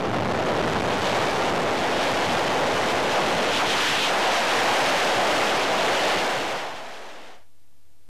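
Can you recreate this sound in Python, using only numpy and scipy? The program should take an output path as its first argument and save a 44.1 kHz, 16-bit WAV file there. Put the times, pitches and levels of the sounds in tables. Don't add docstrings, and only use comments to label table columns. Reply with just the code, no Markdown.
import sys
import numpy as np
from scipy import signal
from scipy.fft import rfft, irfft, next_fast_len
from scipy.io import wavfile
from scipy.ndimage import map_coordinates

SR = 44100
rng = np.random.default_rng(int(sys.argv[2]) if len(sys.argv) > 2 else 0)


def pcm_store(signal):
    levels = np.round(np.clip(np.atleast_2d(signal), -1, 1) * 32767)
    wavfile.write(sys.argv[1], SR, levels.astype(np.int16).T)


def to_linear_factor(level_db):
    exponent = np.asarray(level_db, float) / 20
    return 10 ** exponent


N = 356752

# (frequency [Hz], relative density [dB])
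HISS_SHAPE = [(20, -16), (70, -5.5), (150, -11), (400, -14.5), (800, -16), (1100, -20), (4000, -21),
              (14500, -24)]
# (frequency [Hz], mean level [dB rms])
HUM_TONES = [(60, -78.5), (72, -70), (90, -76.5), (120, -82), (180, -84.5), (240, -78), (300, -84),
             (420, -87), (540, -88.5), (720, -86), (1020, -92.5), (1140, -88)]
# (frequency [Hz], level relative to shared sound [dB])
SIDE_LEVEL = [(60, -19.5), (150, -36.5), (370, -42), (700, -33), (1300, -24.5), (3000, -10.5),
              (8000, -13.5), (13900, -13.5)]
# (frequency [Hz], share of time [0-1])
PATCH_SHARE = [(0, .6), (400, .05), (1000, .35), (1800, .08), (6000, .08), (10000, .03), (13500, .12)]
# (frequency [Hz], relative density [dB])
THUD_SHAPE = [(20, -5.5), (60, -0.5), (130, -1.5), (250, -7), (600, -28.5), (3000, -47.5), (16000, -84.5)]
# (centre [Hz], width of one pass [Hz], relative level [dB])
BUFFET_BANDS = [(320, 474, 0)]
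# (centre [Hz], width of one pass [Hz], relative level [dB])
SHEAR_BANDS = [(1560, 1780, 2), (5250, 5330, -12)]
# (centre [Hz], width of one pass [Hz], relative level [dB])
GRILLE_BANDS = [(2980, 1900, 0)]
# (time [s], fading of thud and buffet [0-1], growth of roar, shear and whistle [0-1])
EDDY_FINENESS = [(0, 0, .02), (.4, 0.24, 0.13), (.7, 0, .2), (.85, 0.34, 0.37), (1.05, 0.38, .75),
                 (1.6, 0.32, 0.46), (2.1, .45, 0.76), (2.6, 0.49, .8), (3.4, 0.51, .8), (3.9, 0.68, .95),
                 (4.2, 1, 0.99), (4.7, .95, .95), (5.4, 0.97, .8), (5.72, .7, .75), (6.1, 0.92, 0.89),
                 (6.37, 0.69, 0.79), (6.55, .95, .9), (7.5, .9, .98)]
# (time [s], roar shift [Hz], roar gain [dB], shear gain [dB], whistle gain [dB])
BODY_ROLL = [(3.45, 0, 0, -0.5, -1), (3.53, -130, -4, 0, 2), (3.57, 250, -3, -0.5, 8),
             (3.62, 380, 1.5, 0.5, -2), (3.68, -200, -1.5, 0.5, 2.5), (3.73, 120, -0.5, 2.5, 7.5),
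             (3.79, 400, -1.5, 2, 6), (3.86, 200, -5.5, 4.5, 7.5), (3.93, 100, -6.5, 3, 7.5),
             (4.02, 59.5, -8, -3, 9), (4.07, 0, 3.5, 1, 7.5), (4.12, 0, 0, 0, 0)]
# (frequency [Hz], relative gain [dB])
TAPE_RESPONSE = [(30, -2.5), (100, 1), (300, -1.5), (600, 0), (1000, -1), (3000, 0), (6000, -2),
                 (10000, -6), (15000, -6.5)]
# (time [s], level [dB])
WIND_LEVEL = [(0, -25), (.12, -22.5), (1.2, -22), (2.1, -23), (3.4, -22), (3.85, -23.5), (4.2, -22.5),
              (5.4, -22), (6.1, -22), (6.4, -26), (6.52, -27), (6.85, -38), (7.05, -40.5), (7.3, -45),
              (7.35, -49.5), (7.42, -61), (7.47, -73)]


def unit(x):
    return x / np.sqrt(np.mean(x ** 2) + 1e-20)


def along(points, hz):
    f, v = np.transpose(points)
    return np.interp(np.log(hz + 1), np.log(f + 1), v)


def curves(rows):
    s, *cols = np.transpose(rows)
    return [np.interp(np.arange(N) / SR, s, c) for c in cols]


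def wobble(rate_hz):
    knots = rng.standard_normal(int(N * rate_hz / SR) + 4)
    return map_coordinates(knots, [np.arange(N) * rate_hz / SR])


def filtered(x, response):
    m = next_fast_len(N + 8192)
    return irfft(rfft(x, m) * response(np.fft.rfftfreq(m, 1 / SR)), m)[..., :N]


def noise(response):
    return unit(filtered(rng.standard_normal(N), response))


def resonances(modes):
    def response(f):
        power = 0
        for centre_hz, width_hz, db in modes:
            once = f * width_hz / (centre_hz ** 2 - f * f + 1j * f * width_hz)
            power = power + abs(to_linear_factor(db) * once ** 2) ** 2
        return np.sqrt(power)
    return response


def swept(pitch_hz, width_hz):
    slow = filtered(rng.standard_normal((2, N)), lambda hz: 1 / (1 + (2 * hz / width_hz) ** 2))
    phase = 2 * np.pi * np.cumsum(pitch_hz) / SR
    return unit(slow[0] * np.cos(phase) + slow[1] * np.sin(phase))


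def squash(x, top, bottom, hardness):
    limit = np.where(x > 0, top, bottom)
    return x / (1 + abs(x / limit) ** hardness) ** (1 / hardness)


def hum():
    t = np.arange(N) / SR
    total = np.zeros(N)
    for hz, db in HUM_TONES:
        tone = np.sin(2 * np.pi * (hz * t + rng.random()))
        total += to_linear_factor(db + 1.5 * wobble(8)) * np.sqrt(2) * tone
    return total


def hiss():
    hiss_db = -65.5
    return to_linear_factor(hiss_db) * noise(lambda hz: to_linear_factor(along(HISS_SHAPE, hz)) * (hz > 25))


def flicker(mono):
    frame, patch_bins = 2048, 24
    hz, t, z = signal.stft(mono, SR, nperseg=frame)
    share = along(PATCH_SHARE, hz[::patch_bins])[:, None]
    is_open = rng.random((len(hz) // patch_bins + 1, len(t))) < share
    patches = np.repeat(is_open, patch_bins, axis=0)[:len(hz)]
    scrambled = abs(z) * np.exp(2j * np.pi * rng.random(z.shape))
    side = scrambled * patches * to_linear_factor(along(SIDE_LEVEL, hz))[:, None]
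    return signal.istft(side, SR, nperseg=frame)[1][:N]


def drive(share, from_db, to_db, slow_db, quick_db):
    trend_db = from_db + (to_db - from_db) * share
    return to_linear_factor(trend_db + slow_db * wobble(3.88) + quick_db * wobble(25))


def whistle(grown, gain_db):
    strength = drive(grown, from_db=-14, to_db=-5.5, slow_db=1.2, quick_db=1.5)
    return strength * to_linear_factor(gain_db) * noise(resonances(GRILLE_BANDS))


def shear(grown, gain_db):
    strength = drive(grown, from_db=-8, to_db=1, slow_db=0.84, quick_db=0.54)
    return strength * to_linear_factor(gain_db) * noise(resonances(SHEAR_BANDS))


def roar(grown, shift_hz, gain_db):
    centre_hz, rise_hz, drift_hz = 589.8, 130.1, 29.995
    pitch_hz = centre_hz + rise_hz * grown + drift_hz * wobble(2.5) + shift_hz
    strength = drive(grown, from_db=4.2, to_db=5.02, slow_db=0.4, quick_db=1.4)
    return strength * to_linear_factor(gain_db) * swept(pitch_hz, width_hz=750)


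def buffet(faded):
    strength = drive(faded, from_db=8, to_db=-3.5, slow_db=0.4, quick_db=1)
    return strength * noise(resonances(BUFFET_BANDS))


def thud(faded):
    strength = drive(faded, from_db=13, to_db=-12.5, slow_db=1.4, quick_db=2.5)
    return strength * noise(lambda hz: to_linear_factor(along(THUD_SHAPE, hz)))


def pressure():
    faded, grown = curves(EDDY_FINENESS)
    shift_hz, roar_db, shear_db, whistle_db = curves(BODY_ROLL)
    big = thud(faded) + buffet(faded)
    small = shear(grown, shear_db) + whistle(grown, whistle_db)
    return big + roar(grown, shift_hz, roar_db) + small


def capsule(air):
    slammed = squash(air + 0.16, top=2.3, bottom=0.96, hardness=1.5)
    cut_hz, lower_cut_hz = 370, 70
    spikes = unit(filtered(slammed, lambda hz: 1j * hz / (cut_hz + 1j * hz) * 1j * hz / (lower_cut_hz + 1j * hz)))
    bend = 0.13
    bent = np.expm1(bend * spikes) / bend
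    return unit(filtered(bent, lambda hz: to_linear_factor(along(TAPE_RESPONSE, hz)) * (hz > 15)))


def wind():
    level_db, = curves(WIND_LEVEL)
    end_s, closing_s = 7.5, 0.029
    closed = np.clip((end_s - np.arange(N) / SR) / closing_s, 0, 1)
    return closed * to_linear_factor(level_db + 0.37 * wobble(9)) * capsule(pressure())


def scene():
    mono = wind() + hum() + hiss()
    side = flicker(mono)
    return np.array([mono + side, mono - side])


def band_limit(x):
    return signal.sosfilt(signal.butter(12, 14530, fs=SR, output="sos"), x)


def record(dry):
    open_s, close_s = 4.55, 6.95
    narrow_top_hz, wide_top_hz, top_band_db = 13650, 14400, -2.5
    t = np.arange(N) / SR
    narrow = filtered(dry, lambda hz: hz < narrow_top_hz)
    top_band = filtered(dry - narrow, lambda hz: hz < wide_top_hz)
    is_open = (t > open_s) & (t < close_s)
    offset = np.array([[0.0142], [0.0114]])
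    return band_limit(narrow + to_linear_factor(top_band_db) * is_open * top_band + offset)


dry = scene()
out = record(dry)
pcm_store(out)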